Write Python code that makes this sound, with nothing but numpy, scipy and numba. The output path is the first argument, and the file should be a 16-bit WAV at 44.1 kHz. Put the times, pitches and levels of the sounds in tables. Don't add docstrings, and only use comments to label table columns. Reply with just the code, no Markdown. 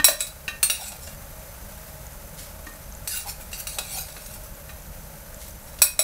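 import sys
import numpy as np
from scipy import signal
from scipy.fft import rfft, irfft, next_fast_len
from scipy.io import wavfile
from scipy.ndimage import uniform_filter1d
from numba import njit

SR = 44100
rng = np.random.default_rng(int(sys.argv[2]) if len(sys.argv) > 2 else 0)


def invert_db(level):
    return 10 ** (np.asarray(level, dtype=float) / 20)


def to_wav(sig):
    pcm = np.clip(np.atleast_2d(sig), -1, 1) * 32767
    pcm = np.round(pcm).astype(np.int16)
    wavfile.write(sys.argv[1], SR, pcm.T)


N = 265923
CONTACT_S = .0015

# (time [s], drag level [dB], lean to spoon ring (+) or bowl ring (-) [dB, before scaling])
SCRAPES = [
    [(0.19, -41, 1), (0.21, -21.5, -10), (0.262, -57, 4), (0.27, -40, 9.5), (0.31, -70, -2)],
    [(0.74, -31, 13), (0.782, -38.5, -4), (0.88, -31, 6), (0.91, -47, -13), (0.916, -50, 2),
     (0.97, -40.5, 7)],
    [(0.99, -47, -4), (1.004, -48, 0), (1.04, -37.5, 3), (1.06, -49, 2), (1.074, -40.5, 4), (1.16, -67, 8)],
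    [(3.09, -33, 4), (3.114, -30, 18), (3.174, -25.5, 17), (3.228, -41, 4), (3.25, -41, 4)],
    [(3.26, -43, -1), (3.294, -27.5, 3), (3.378, -81, 7), (3.412, -42, 4), (3.44, -53, 4)],
    [(3.54, -35, -6), (3.578, -40, 11), (3.602, -29, 18), (3.636, -49, 4), (3.665, -56, 4)],
    [(3.69, -36, 15), (3.754, -35.5, 13), (3.78, -52, 4)],
    [(3.81, -46, 4), (3.838, -40, 4), (3.994, -28.5, 2), (4.038, -41.5, 10), (4.12, -47, -4),
     (4.13, -36, 1)],
    [(4.14, -47, 0), (4.348, -44.5, 0), (4.39, -58, 4), (4.444, -49, 6), (4.46, -58, 4), (4.5, -56, 2)],
    [(5.58, -59, -12), (5.64, -60, -20), (5.77, -60, -18), (5.81, -48, -7)],
]


def rms_one(x):
    return x / np.sqrt(np.mean(x ** 2) + 1e-20)


def at_hz(points, hz):
    points = np.array(points)
    return np.interp(np.log(hz), np.log(points[:, 0]), points[:, 1])


def octaves(hz):
    return np.log2(hz / 3000)


def drift(rate):
    step = 40
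    r = np.exp(-2 * np.pi * rate * step / SR)
    white = rng.standard_normal(N // step + 2002)
    slow = signal.lfilter([1], [1, -2 * r, r * r], white)[2000:]
    return np.interp(np.arange(N) / step, np.arange(len(slow)), rms_one(slow))


def grains(per_s, spread_db):
    sizes = invert_db(spread_db * np.minimum(rng.exponential(1, N), 5)) * rng.choice([-1, 1], N)
    return sizes * (rng.random(N) < per_s / SR)


def ring(clicks, hz, t60):
    r, w = invert_db(-60 / (t60 * SR)), 2 * np.pi * hz / SR
    return signal.lfilter([0, np.sin(w)], [1, -2 * r * np.cos(w), r * r], clicks + 1e-18)


def resonance(x, hz, width_hz):
    r = np.exp(-np.pi * width_hz / SR)
    poles = [1, -2 * r * np.cos(2 * np.pi * hz / SR), r * r]
    return signal.lfilter([(1 - r * r) / 2, 0, (r * r - 1) / 2], poles, x)


def colour(x, spectrum):
    hz = np.maximum(np.arange(N // 2 + 1) * SR / N, 1)
    return rms_one(irfft(rfft(x) * invert_db(at_hz(spectrum, hz)), N))


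def gains(strokes, lean):
    t, gain = np.arange(N) / SR, 0
    for stroke in strokes:
        s, drag_db, steel_db = np.transpose(stroke)
        gain = gain + invert_db(np.interp(t, s, drag_db + lean * steel_db, -150, -150))
    return gain


def spoon_in_bowl():
    # (time [s], bowl ring [dB], spoon ring [dB], knock [dB], hardness [dB per octave])
    blows = [(0.0445, -13.5, -15, -21.5, 2), (0.085, -35, -27.5, -14.5, 3), (0.2064, -30.5, -45, -33, 2),
             (0.6301, -34, -16, -38, 0), (0.6997, -26.5, -21.5, -30.5, -1), (3.0755, -50, -30.5, -48, 1),
             (3.5304, -60, -34, -60, -3.5), (3.6711, -39, -33, -45, 0), (5.8195, -14.5, -22, -29, 2),
             (5.9926, -21.5, -32, -22.5, 2), (6.0027, -31, -46, -28, 1)]
    # (time [s], crack level [dB], hardness [dB per octave])
    soft_blows = [(0.268, -18, 1), (0.9192, -17.5, -2.5), (1.0748, -20, -4.5), (3.5165, -24, -2),
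                  (3.7861, -2, -3.5), (4.085, -19.5, -6), (4.1658, -18.5, -8), (4.2605, -26, 0.5),
                  (4.339, -26.5, 2), (4.4363, -40, 8), (5.4814, -36, 6.5), (5.7883, -21, -3)]
    # (time [s], crack level [dB], ring level [dB], hardness [dB per octave])
    pot_blows = [(0.0, -15, -28.5, -4.5), (0.083, 3, -23.5, -4.5), (0.4805, -8.5, -25.5, -4),
                 (2.668, -19, -42, -6.5), (4.694, -26, -47, -4)]
    # (frequency [Hz], relative level [dB], t60 before the cap in struck [s])
    bowl_modes = [(1435, -7.5, 0.09), (2250, -14, 0.27), (2525, -6.5, 0.15), (2570, -9.5, 0.12),
                  (3530, -17, 0.11), (3953, -5, 0.11), (3994, -2, 0.049), (5500, -37, 0.067),
                  (5633, 2.5, 0.055), (7000, -19.5, 0.089), (7870, -3.5, 0.085), (7980, 4, 0.041),
                  (8040, -3, 0.078), (8430, -19, 0.1), (9000, -4, 0.15), (10260, -6, 0.14),
                  (10200, 0.5, 0.047), (10830, -14, 0.24), (12430, -7, 0.18), (12800, -29, 0.19),
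                  (13670, -11, 0.087), (15450, -16, 0.063)]
    # (frequency [Hz], relative level [dB], t60 before the cap [s])
    spoon_modes = [(2680, -11.5, 0.049), (2786, -1, 0.045), (3845, -6.5, 0.053), (4304, -2, 0.061),
                   (4600, -11, 0.15), (5600, -27, 0.11), (6080, -18, 0.24), (5906, -4, 0.091),
                   (6600, -29, 0.087), (7510, -9, 0.11), (8100, -9.5, 0.074), (8000, -8.5, 0.2),
                   (8710, -5.5, 0.14), (8600, -10.5, 0.054), (9520, -2.5, 0.17), (10060, -25, 0.088),
                   (11480, -9.5, 0.23), (11000, -21, 0.092), (11540, -19, 0.096), (12460, -14, 0.078),
                   (12750, -9, 0.11), (13500, -15, 0.074), (14400, -13, 0.088), (15500, -1, .08)]
    # (frequency [Hz], relative level [dB], t60 [s])
    knock_modes = [(604, -1, 0.08), (642, -7, 0.057), (701, -18, 0.1), (886, -22, 0.064)]
    # (frequency [Hz], relative level [dB], t60 [s])
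    pot_modes = [(296, -27.5, 0.17), (1136, -20, 0.074), (1196, -12.5, 0.14), (1550, -10.5, 0.051),
                 (1840, -12, 0.091), (1834, -13, 0.086), (2474, -7, 0.051), (2717, 3.5, 0.025),
                 (3160, -17, 0.14), (3930, -9.5, 0.12), (4150, -43, 0.14), (6360, -17, 0.093)]
    clink_crack_db = 18.5
    touch_ring_db, touch_knock_db = -30.5, -29
    bowl_rub_db, spoon_rub_db = -42, -41.5
    thud_cut_hz = 550

    clinks = [(s, max(bowl, spoon) + clink_crack_db, bowl, spoon, knock, hard)
              for s, bowl, spoon, knock, hard in blows]
    touches = [(s, db, db + touch_ring_db, db + touch_ring_db, db + touch_knock_db, hard)
               for s, db, hard in soft_blows]
    s, crack_db, bowl_db, spoon_db, knock_db, hardness = np.transpose(sorted(clinks + touches))
    pot_s, pot_crack_db, pot_db, pot_hardness = np.transpose(pot_blows)

    rub = rms_one(grains(3700, spread_db=6.0))
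    bowl_rub = rub * gains(SCRAPES, -0.65) * invert_db(bowl_rub_db)
    spoon_rub = rub * gains(SCRAPES, 0.27) * invert_db(spoon_rub_db)
    no_rub = np.zeros(N)
    rings = struck(bowl_modes, s, bowl_db, hardness, bowl_rub)
    rings += struck(spoon_modes, s, spoon_db, hardness, spoon_rub)
    rings += struck(knock_modes, s, knock_db, 0, no_rub)
    rings = signal.sosfilt(signal.butter(4, thud_cut_hz, "high", fs=SR, output="sos"), rings)
    rings += struck(pot_modes, pot_s, pot_db, pot_hardness, no_rub, rattle_t60=0.024, chatter=0.27)
    crack = cracks(s, crack_db, hardness) + cracks(pot_s, pot_crack_db, pot_hardness)
    return rings + crack + rasp() + hollow()


def struck(modes, s, blow_db, hardness, rub, rattle_t60=0.031, chatter=0.16):
    blur_share, blur_per_s = .008, 50
    wander_db, wander_per_s = 4.5, 12
    longest_t60 = .22
    at, out = np.maximum((s - CONTACT_S / 2) * SR, 0).astype(int), np.zeros(N)
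    uneven_db = rng.normal(0, 2.4, (len(s), len(modes)))
    noise = grains(9000, spread_db=3.0)
    waver = 1 + blur_share * drift(blur_per_s)
    fade = invert_db(-60 / (rattle_t60 * SR))
    for k, (hz, level_db, t60) in enumerate(modes):
        strengths = invert_db(blow_db + hardness * octaves(hz) + level_db + uneven_db[:, k])
        pole = invert_db(-60 / (min(t60, longest_t60) * SR))
        wander = invert_db(level_db + wander_db * drift(wander_per_s))
        turn = 2 * np.pi * hz / SR * np.roll(waver, k * N // len(modes))
        out += rattle(at, strengths, noise, rub * wander, pole, turn, fade, chatter)
    return out


@njit
def rattle(at, strengths, noise, rub, pole, turn, fade, chatter):
    out, loose, j = np.zeros(len(noise)), 0., 0
    for i in range(2, len(noise)):
        push = rub[i]
        if j < len(at) and i >= at[j]:
            push += strengths[j]
            loose += chatter * strengths[j]
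            j += 1
        loose *= fade
        drive = np.sin(turn[i]) * (push + loose * noise[i])
        out[i] = 2 * pole * np.cos(turn[i]) * out[i - 1] - pole * pole * out[i - 2] + drive
    return out


def cracks(s, crack_db, hardness):
    # (frequency [Hz], relative density [dB per Hz])
    density = [(180, -58), (300, -26), (1400, -10.5), (1860, -1), (2550, -24), (3110, -11.5), (3990, 0.5),
               (4790, -3.5), (15800, -4.5)]
    # (frequency [Hz], t60 [s])
    dying_t60 = [(300, 0.065), (1000, 0.056), (4000, 0.094), (15000, 0.16)]
    snap_t60_s, snap_db = 0.025, 2
    out, edges = np.zeros(N), 300 * 2 ** np.arange(0, 5.8, .38)
    white, at = rng.standard_normal((2, N)), np.maximum((s - CONTACT_S) * SR, 0).astype(int)
    uneven_db = rng.normal(0, 0.89, (len(s), len(edges)))
    swell = np.exp(-1 / (CONTACT_S * SR))
    snap_pole = invert_db(-60 / (snap_t60_s * SR))
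    for k, (low, high) in enumerate(zip(edges, edges[1:])):
        hz, hits = np.sqrt(low * high), np.full(N, 1e-18)
        hits[at] = invert_db(crack_db + hardness * octaves(hz) + at_hz(density, hz) - 13.0 + uneven_db[:, k])
        pole = invert_db(-60 / (at_hz(dying_t60, hz) * SR))
        envelope = signal.lfilter([1 - swell], np.convolve([1, -pole], [1, -swell]), hits)
        snap = signal.lfilter([1 - swell], np.convolve([1, -snap_pole], [1, -swell]), hits)
        envelope += invert_db(snap_db) * snap
        band = signal.butter(2, [low, high], "band", fs=SR, output="sos")
        out += envelope * signal.sosfilt(band, white[k % 2])
    return out


def rasp():
    # (frequency [Hz], relative level [dB])
    drag_spectrum = [(590, -20), (1000, -42.5), (1450, -4), (1840, -15.5), (2430, -0.5), (2800, -16),
                     (3290, -7), (4000, -3.5), (5460, -1.5), (6420, -1), (13400, -0.5), (15800, -11)]
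    rasp_db = -2
    patchy_db, shifts_per_s, width_share = 4, 12, .05
    grating, patches = colour(grains(6000, spread_db=2.5), drag_spectrum), 0
    for k, hz in enumerate(np.geomspace(1400, 15000, 24)):
        favour = invert_db(patchy_db * drift(shifts_per_s))
        patches = patches + (-1) ** k * favour * resonance(grating, hz, width_share * hz)
    return invert_db(rasp_db + 2.0 * drift(40)) * gains(SCRAPES, 0) * rms_one(patches)


def hollow():
    # (time of peak [s], level [dB], frequency [Hz], spread of the swell [s])
    cups = [(.815, -39.5, 768, 0.017), (.925, -43, 785, 0.014), (3.109, -43, 1680, 0.011),
            (3.149, -39, 1510, 0.011), (3.272, -36, 863, 0.012), (3.755, -48, 700, 0.0089),
            (3.791, -33.5, 770, 0.01), (3.964, -41, 768, 0.031)]
    width_hz = 103
    s, db, hz, swell_s = np.transpose(cups)
    t = np.arange(N) / SR
    k = np.searchsorted((s[1:] + s[:-1]) / 2, t)
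    phase = 2 * np.pi * np.cumsum(hz[k]) / SR
    gain = invert_db(db[k]) * np.exp(-.5 * ((t - s[k]) / swell_s[k]) ** 2)
    return gain * (drift(width_hz) * np.cos(phase) + drift(width_hz) * np.sin(phase))


def rice():
    # (time of peak [s], level [dB])
    pours = [(2.392, -39), (5.418, -42)]
    # (frequency [Hz], relative level [dB])
    patter = [(880, -29), (1500, -6), (2200, -3), (2310, -7), (3430, -3.5), (10800, -1.5), (15800, -11.5)]
    rise_db_per_s, fall_db_per_s = 500, 150
    t = np.arange(N) / SR
    gain = sum(invert_db(db + np.minimum(rise_db_per_s * (t - s), fall_db_per_s * (s - t))) for s, db in pours)
    return gain * colour(grains(4000, spread_db=2.5), patter)


def bursts(per_s, low_hz, high_hz, cycles, level_db):
    born = grains(per_s * invert_db(2.7 * drift(4.1)), spread_db=4.0)
    dealt = rng.integers(0, 14, N)
    pitches = np.geomspace(low_hz, high_hz, 14)
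    return invert_db(level_db) * sum(ring(born * (dealt == k), hz, cycles / hz) for k, hz in enumerate(pitches))


def flame():
    # (frequency [Hz], relative level [dB])
    rumble = [(13, -19), (22, -3.5), (37, -0.5), (65, -2.5), (123, -13), (146, -9.5), (196, -15),
              (258, -24), (297, -21.5), (354, -27.5), (450, -27.5), (580, -14), (990, -120)]
    # (frequency [Hz], relative level [dB])
    hiss = [(240, -62), (400, -10), (625, -4.5), (775, -7.5), (850, -2.5), (976, -9), (1550, -7.5),
            (1700, -10.5), (2210, -12.5), (3290, -17.5), (10900, -13), (11600, -11), (15800, -14)]
    # (frequency [Hz], width of each of two passes [Hz], level [dB])
    whistles = [(59.8, 21, -53.5), (151.5, 10.6, -58.5), (203.2, 9.9, -59), (552.6, 40, -61.5),
                (630, 16, -57.5), (6110, 45, -62), (11770, 280, -57)]
    rumble_db, hiss_db = -42, -44
    out = invert_db(rumble_db + 0.88 * drift(4.9)) * colour(rng.standard_normal(N), rumble)
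    out += invert_db(hiss_db + .5 * drift(1.0) + 0.9 * drift(50)) * colour(rng.standard_normal(N), hiss)
    for hz, width_hz, level_db in whistles:
        once = resonance(rng.standard_normal(N), hz, width_hz)
        out += invert_db(level_db) * rms_one(resonance(once, hz, width_hz))
    return out


def kitchen(x):
    t60_s, wall_cut_hz = 0.32, 13500
    size = next_fast_len(N + SR)
    turn = -2j * np.pi * np.arange(size // 2 + 1) / size
    dull, answer = np.exp(-2 * np.pi * wall_cut_hz / SR), 0
    walls = (1 - dull) / (1 - dull * np.exp(turn))
    lags = (np.geomspace(.009, .031, 10) * SR * rng.uniform(0.98, 1.05, 10)).astype(int)
    for k, lag in enumerate(lags):
        trip = invert_db(-60 * lag / SR / t60_s) * walls * np.exp(turn * lag)
        answer = answer + (-1) ** k * trip / (1 - trip)
    return irfft(rfft(x, size) * answer, size)[:N]


def scene():
    near = spoon_in_bowl() + rice()
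    simmer = bursts(150, 525, 1550, cycles=18.0, level_db=-66)
    ticks = bursts(25, 5900, 8500, cycles=59.0, level_db=-48.5)
    kitchen_db = -15.5
    return (near + invert_db(kitchen_db) * kitchen(near) + simmer + ticks + flame())[None]


def top_cut(x):
    return signal.sosfilt(signal.butter(12, 16680, fs=SR, output="sos"), x)


def record(dry):
    level_db = 10 * np.log10(uniform_filter1d(dry[0] ** 2, size=441) + 1e-12)
    fall_db = 72.0 * np.arange(N) / SR
    held_db = np.maximum.accumulate(level_db + fall_db) - fall_db
    duck_db = -.16 * np.maximum(held_db + 38.5, 0)
    r = np.exp(-1 / (0.011 * SR))
    x = dry * invert_db(signal.lfilter([1 - r], [1, -r], duck_db))
    x = np.tanh(x)
    x = signal.sosfilt(signal.ellip(8, .5, 26, 15650, fs=SR, output="sos"), x)
    x = signal.sosfilt(signal.cheby2(16, 40, 16700, fs=SR, output="sos"), x)
    return top_cut(x)


dry = scene()
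out = record(dry)
to_wav(out)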